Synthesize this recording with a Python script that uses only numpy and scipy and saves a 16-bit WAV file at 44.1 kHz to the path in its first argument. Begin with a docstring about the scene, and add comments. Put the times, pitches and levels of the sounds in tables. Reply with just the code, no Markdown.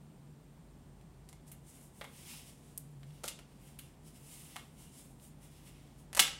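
"""A low machine hum and faint hiss fill a small room. Close to the microphone, just above a wooden
table, a braided rope camera strap is uncoiled. Its leather ends tap the table, each touching twice,
the braid hisses through the fingers stroke by stroke, and the steel split rings tick together.
At last one end drops with a sharp clack. The steel rings on briefly and the room answers each tap."""
import sys
import numpy as np
from scipy import signal
from scipy.fft import rfft, irfft
from scipy.io import wavfile
from scipy.ndimage import uniform_filter1d

SR = 44100
rng = np.random.default_rng(int(sys.argv[2]) if len(sys.argv) > 2 else 0)


def transcribe(u):
    """Save the signal u as a 16-bit wav file named by the first command-line argument.

    u: samples, shape (n,) or (channels, n), limited to [-1, 1]; the rate is SR.
    q: integer samples, one column per channel.
    """
    v = np.clip(np.atleast_2d(u).T, -1, 1)
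    q = np.round(v * 32767).astype(np.int16)
    wavfile.write(sys.argv[1], SR, q)


N = 281924
TIME = np.arange(N) / SR
GRID_HZ = np.maximum(np.arange(4097) * SR / 8192, 1)

# Machine hum in the room. Each row: frequency in Hz, rms level in dB.
HUM_LINES = [(48.5, -68), (48.93, -70.5), (81, -69), (226, -77), (269, -80.5)]
# Two swells of a low drone. Each row: peak in seconds, rise time in seconds, level in dB.
DRONE_RISES = [(.27, .3, -57), (2.98, 0.17, -52)]
# The room's still air and the microphone's hiss. Each row: frequency in Hz, relative level in dB.
AIR_COLOUR = [(22, -49), (36, -6), (60, -3.5), (100, -14), (140, 0.5), (180, -4), (230, -5), (330, -10.5),
              (500, -17), (900, -19.5), (1500, -29.5), (3000, -44.5)]
MIC_HISS_COLOUR = [(600, -14.5), (1800, 2), (3200, 0), (4600, -3.5), (6900, -5.5), (7350, 1), (7900, -6),
                   (8600, 3.5), (8950, -3.5), (9500, -2.5), (10500, -9), (12000, -7.5), (15500, -15)]
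# Strap ends on the table, and at 1.289 and 1.3287 s two bright ticks of the steel rings. Each row: start in
# seconds, chatter fade in ms, knock pitch in Hz, table knock in dB, leather clack in dB, clack hardness in dB
# per octave, bright tick in dB, slap relative to the first touch in dB.
END_TAPS = [(1.012, 1.5, 900, -84, -73.5, 2, -77, -12), (1.289, 5, 850, -70, -70, 2, -58, -6),
            (1.3287, 2, 910, -64.5, -67, -3, -61, -10), (2.012, 3.3, 520, -49, -49.5, -2.5, -64, -1.5),
            (2.042, 7, 900, -53.5, -63, 0, -60, -4), (2.335, 9, 900, -63, -66, 0, -75, -4),
            (3.031, 2.9, 700, -68, -62, 0, -75, -10), (3.106, 2, 900, -82, -69, 2, -82, -8),
            (3.2356, 5.8, 355, -51.5, -56.5, -1, -51.5, 7.5), (3.252, 20, 555, -70, -51.5, 5, -47.5, -3),
            (3.279, 7.4, 600, -74, -46, 3.5, -42.5, 0.5), (3.390, 5.5, 590, -59, -59.5, -2, -60.5, -8),
            (4.560, 2.8, 840, -49.5, -56, 1, -56, 3.5), (5.199, 1.5, 1550, -80, -69, 5, -80, -12),
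            (6.1304, 2.6, 700, -54, -52.5, -1.5, -52, -7), (6.1493, .9, 600, -54, -49, 0, -41.5, -3),
            (6.1665, 5.5, 696, -52, -46, 2, -44, -8), (6.1716, 4.2, 660, -37, -48, 2, -37, -1.5),
            (6.1937, 4.8, 720, -31.5, -20.8, 1.2, -22.8, -2.2), (6.2022, 1.8, 248, -45, -31.5, 1, -25, -9),
            (6.277, 4.5, 1010, -51, -40.5, .5, -58, -7)]
# The table's knock, with two broad resonances. Each row: multiple of its pitch, relative level in dB.
KNOCK_COLOUR = [(.25, -23), (.65, -15), (.9, -0.5), (1.07, -2), (1.4, -11.5), (1.95, -14), (2.45, -3.5),
                (3, -17), (6, -53)]
# The leather's clack and the bright tick. Each row: frequency in Hz, relative level in dB.
CLACK_COLOUR = [(600, -36), (1200, -3.5), (1550, -3.5), (1950, -1.5), (2600, 2), (3000, 3.5), (3500, 2),
                (4300, -5), (6000, -12.5), (12000, -18.5)]
TICK_COLOUR = [(2500, -23.5), (4500, -8), (6500, -3), (8300, 0.5), (10300, 2.5), (11500, 0.5), (13000, -4),
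               (16000, -14)]
# Ringing of the steel fittings. Each row: frequency in Hz, relative level in dB, seconds to fall 60 dB.
STEEL_MODES = [(1110, -7, 0.29), (1390, -16, .25), (2162, 10, 0.22), (2464, -10, .3), (2810, 5.5, 0.33),
               (2800, -8, 0.28), (2980, -9, .3), (3330, -4, 0.21), (3400, -2, .34), (3660, 0, 0.23),
               (4500, -27, 0.18), (6294, -4, .25), (8250, -2, .2), (8650, 0, 0.13), (8940, 3, 0.18),
               (10500, 0, .14)]
# Reverberation of the small room. Each row: frequency in Hz, seconds to fall 60 dB.
ROOM_DECAY = [(200, 0.52), (1000, 0.39), (3000, 0.41), (6000, 0.39), (10000, 0.27), (15000, .18)]
# Pulls of rope through the hands. Each row: fastest moment in seconds, rise time in seconds,
# hiss in dB, rub of the grip relative to the hiss in dB.
ROPE_STROKES = [(1.41, 0, -73, -4), (1.485, .02, -63.5, -12), (1.695, 0.04, -64, -11),
                (1.765, .05, -62, -8.5), (1.838, 0.04, -62, -17), (1.995, 0.06, -63.5, -9),
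                (2.185, 0.1, -60.5, -3.5), (2.315, 0.1055, -55.5, -2), (2.49, 0.05, -62.5, -4),
                (2.68, 0.15, -71.5, -5), (2.89, 0.2, -77, -7), (3.14, 0.1, -72, 0), (3.53, .08, -78, 3),
                (3.675, 0.07, -66, -3), (3.85, .06, -69.5, -1), (4.08, 0.04, -64, -6.5),
                (4.165, .05, -68.5, -3), (4.355, .115, -55, -6), (4.54, .1, -63, -.5),
                (4.818, .065, -62, -6.5), (4.995, 0.08, -60.5, -9), (5.11, .025, -70, -14),
                (5.243, .04, -60, -10), (5.44, .035, -65, -4), (5.56, 0.08, -68.5, -.5),
                (5.672, .04, -63.5, -3), (5.74, 0.24, -75, 4), (6.001, .022, -65, -10)]
# The braid's hiss and the grip's duller rub. Each row: frequency in Hz, relative level in dB.
BRAID_COLOUR = [(1500, -25), (4200, -12.5), (6200, -5), (7800, 0.5), (9000, 3), (10300, 1), (11500, -2.5),
                (15500, -10.5)]
GRIP_COLOUR = [(400, -21), (1000, -8), (1600, -9.5), (2000, -3), (2450, -0.5), (2900, 1), (3500, -0.5),
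               (4200, -6.5), (5300, -3.5), (8000, -16.5)]
# Split rings meeting. Each row: start in seconds, chatter fade in ms, tick in dB, leather clack in dB.
SPLIT_RING_TICKS = [(1.516, 10, -53.5, -65), (2.777, .45, -42.5, -66.5), (3.789, 5.3, -51, -56)]
# The weave crossing a finger. Each row: peak in seconds, rise time in seconds, level in dB,
# pitch in Hz, glide in octaves per second.
WEAVE_RASPS = [(2.33, .1, -65, 2544, 1.7), (4.39, .14, -73, 2850, .1), (4.85, 0.056, -72, 2990, 0)]


def undb(db):
    """Decibels to gain."""
    return 10 ** (np.asarray(db) / 20)


def unit(x):
    """Scale to rms 1."""
    return x / np.sqrt(np.mean(x ** 2))


def outline(points, tilt_db=0):
    """Gain over frequency from (Hz, dB) points, tilted per octave, with unit power."""
    hz, db = np.transpose(points)
    return unit(undb(np.interp(np.log2(GRID_HZ), np.log2(hz), db + tilt_db * np.log2(hz))))


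def colour(x, gain):
    """Causal filter with the given gain, built from its cepstrum; the result has rms 1."""
    cepstrum = irfft(np.log(gain))
    cepstrum[1:len(gain) - 1] *= 2
    cepstrum[len(gain):] = 0
    response = irfft(np.exp(rfft(cepstrum)))
    return unit(signal.fftconvolve(x, response)[:len(x)])


def wander(rate):
    """Smooth random drift of rms 1 that turns about rate times a second."""
    hold = int(SR / rate)
    steps = np.repeat(rng.standard_normal(N // hold + 1), hold)
    return unit(uniform_filter1d(steps, hold)[:N])


def grains(size, rate, scatter_db):
    """Tiny impulses of uneven strength at random moments, about rate a second."""
    hits = rng.random(size) < rate / SR
    return hits * rng.standard_normal(size) * undb(scatter_db * rng.standard_normal(size))


def swells(rows, fall_over_rise=1.17, roundness=1.36):
    """Gain over time from (peak s, rise s over the last 10 dB, dB) swells, whose powers add."""
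    t, power = TIME[::64], 0
    for peak_s, rise_s, db in rows:
        away = np.maximum(peak_s - t, (t - peak_s) / fall_over_rise) / rise_s
        power = power + undb(db - 10 * np.minimum(away, 10) ** roundness) ** 2
    return np.interp(TIME, t, np.sqrt(power))


def add(out, start_s, sound):
    """Mix a sound in at its start time."""
    part = out[int(start_s * SR):int(start_s * SR) + len(sound)]
    part += sound[:len(part)]


def machine_hum():
    """A machine's lines waver in level and phase; the two lowest beat slowly."""
    out = 0
    for k, (hz, db) in enumerate(HUM_LINES):
        amplitude = np.sqrt(2) * undb(db + 1.7 * wander(rate=3))
        phase = 2 * np.pi * hz * TIME + 0.0045 * hz * wander(rate=4.4)
        out = out + (-1) ** k * amplitude * np.sin(phase)
    return out


def drone(hz=143.5, steady_db=-63.5):
    """A low, slightly unsteady tone sits in the room and swells twice."""
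    phase = 2 * np.pi * np.cumsum(hz + 8 * wander(rate=24)) / SR
    level = np.hypot(undb(steady_db), swells(DRONE_RISES)) * undb(2 * wander(rate=8.2))
    return np.sqrt(2) * np.sin(phase) * level


def noise_floor():
    """The room's still air rumbles under the microphone's own hiss."""
    rumble = undb(-59.0) * colour(rng.standard_normal(N), outline(AIR_COLOUR))
    hiss = undb(-73.5) * colour(rng.standard_normal(N), outline(MIC_HISS_COLOUR))
    return rumble + hiss


def contact(fade_ms, *colours):
    """A first touch and a fading chatter of smaller ones; levels are rms over 10 ms."""
    t = TIME[:SR // 10]
    chatter = grains(len(t), rate=16000, scatter_db=1.5) * np.exp(-1000 * t / fade_ms)
    chatter[0] += 1.2
    power = np.sum(np.square(colours), axis=0)
    # even out the chatter's spectrum, so the colour belongs to the things that meet
    uneven = unit(np.abs(rfft(chatter, 2 * len(GRID_HZ) - 2))) ** 2 + 0.65
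    return colour(chatter, np.sqrt(power / uneven)) * np.sqrt(power.mean() / 10)


def leather_taps(slap_delay_s=.0042, slap_pitch_ratio=1.557):
    """Each leather end lands on its edge, then slaps flat on the table with a higher knock."""
    out = np.zeros(N)
    for start_s, fade_ms, knock_hz, knock_db, clack_db, hardness_db, tick_db, slap_db in END_TAPS:
        clack = undb(clack_db) * outline(CLACK_COLOUR, hardness_db)
        tick = undb(tick_db) * outline(TICK_COLOUR, tilt_db=-5.5)
        for delay_s, hz, db in ((0, knock_hz, 0), (slap_delay_s, knock_hz * slap_pitch_ratio, slap_db)):
            knock = undb(knock_db) * outline([(hz * ratio, level) for ratio, level in KNOCK_COLOUR])
            add(out, start_s + delay_s, undb(db) * contact(fade_ms, knock, clack, tick))
    return out


def steel_ringing(blows, ring_db):
    """The steel fittings ring on briefly after every blow."""
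    t = TIME[:SR // 2]
    ring = sum(undb(db - 60 * t / t60) * np.sin(2 * np.pi * hz * t) for hz, db, t60 in STEEL_MODES)
    return undb(ring_db) * signal.fftconvolve(blows, ring / np.linalg.norm(ring))[:N]


def small_room(x, tail_db, early_db, early_fade_s):
    """Quick reflections off the table top reach the microphone, then a tail whose treble dies first."""
    t = TIME[:SR // 2]
    hz, t60s = np.transpose(ROOM_DECAY)
    noise = rfft(rng.standard_normal(len(t)))
    grid_hz = np.linspace(0, SR / 2, len(noise))
    bands = [irfft(noise * np.interp(grid_hz, hz, share), len(t)) for share in np.eye(len(hz))]
    tail = sum(band * undb(-60 * t / t60) for band, t60 in zip(bands, t60s))
    tail *= np.minimum(t / 0.012, 1)
    early = grains(len(t), rate=4200, scatter_db=4.5) * np.exp(-t / early_fade_s) * (t > .001)
    response = undb(tail_db) * tail / np.linalg.norm(tail) + undb(early_db) * early / np.linalg.norm(early)
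    return signal.fftconvolve(x, response)[:N]


def rope_slide():
    """Fibres of the braid catch and slip under the skin; a firmer grip adds a duller rub."""
    hiss = swells([(s, rise_s, db) for s, rise_s, db, _ in ROPE_STROKES])
    rub = swells([(s, rise_s, db + grip_db) for s, rise_s, db, grip_db in ROPE_STROKES])
    out = 0
    for gain, points in ((hiss, BRAID_COLOUR), (rub, GRIP_COLOUR)):
        brightness_db = 2.0 * wander(rate=7)  # the rope rolls in the fingers
        for side in (-1, 1):  # dull half, bright half
            slips = colour(grains(N, rate=16000, scatter_db=0.8), outline(points, tilt_db=3.5 * side))
            out = out + slips * gain * undb(side * brightness_db) / np.sqrt(2)
    return out


def split_ring_ticks(rebound_s=.0031, rebound_db=-1):
    """In mid-air a split ring strikes its neighbour and rebounds once, brighter than a tap."""
    out = np.zeros(N)
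    for start_s, fade_ms, tick_db, clack_db in SPLIT_RING_TICKS:
        tick = undb(tick_db) * outline(TICK_COLOUR, tilt_db=7.5)
        clack = undb(clack_db) * outline(CLACK_COLOUR)
        add(out, start_s, contact(fade_ms, tick, clack))
        add(out, start_s + rebound_s, undb(rebound_db) * contact(fade_ms, tick, clack))
    return out


def weave_rasps():
    """The weave rasps over a finger in a narrow band that swells and fades; the first rasp glides up."""
    out = 0
    for peak_s, rise_s, db, hz, glide in WEAVE_RASPS:
        octaves = glide * np.clip(TIME - peak_s, -2 * rise_s, 2 * rise_s)
        # the strands pass unevenly, which smears the rasp into a narrow band
        pitch_hz = hz * 2 ** octaves * (1 + .04 * wander(rate=400))
        rasp = unit(np.sin(2 * np.pi * np.cumsum(pitch_hz) / SR) * wander(rate=350))
        out = out + rasp * swells([(peak_s, rise_s, db)])
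    return out


def scene():
    """One microphone close to the strap, with the room behind it."""
    background = machine_hum() + drone() + noise_floor()
    sliding = (rope_slide() + weave_rasps()) * undb(1.16 * wander(rate=45))  # the level flutters
    blows = leather_taps() + split_ring_ticks()
    strap = sliding + blows + steel_ringing(blows, ring_db=-24.5)
    # the strap swings once past the microphone, where the room counts less
    near_s, near_rise_s, near_room_db = 2.87, 0.13, -11
    into_room = strap * undb(near_room_db * swells([(near_s, near_rise_s, 0)]))
    reflections = small_room(into_room, tail_db=-8, early_db=-8.5, early_fade_s=0.014)
    return (strap + reflections + background)[None]


def record(dry):
    """The recorder rounds the loudest peaks and cuts the top of the treble."""
    ceiling, top_hz = 0.67, 15800
    lowpass = signal.ellip(10, .2, 70, top_hz, fs=SR, output="sos")
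    return signal.sosfilt(lowpass, ceiling * np.tanh(dry / ceiling))


dry = scene()
out = record(dry)
transcribe(out)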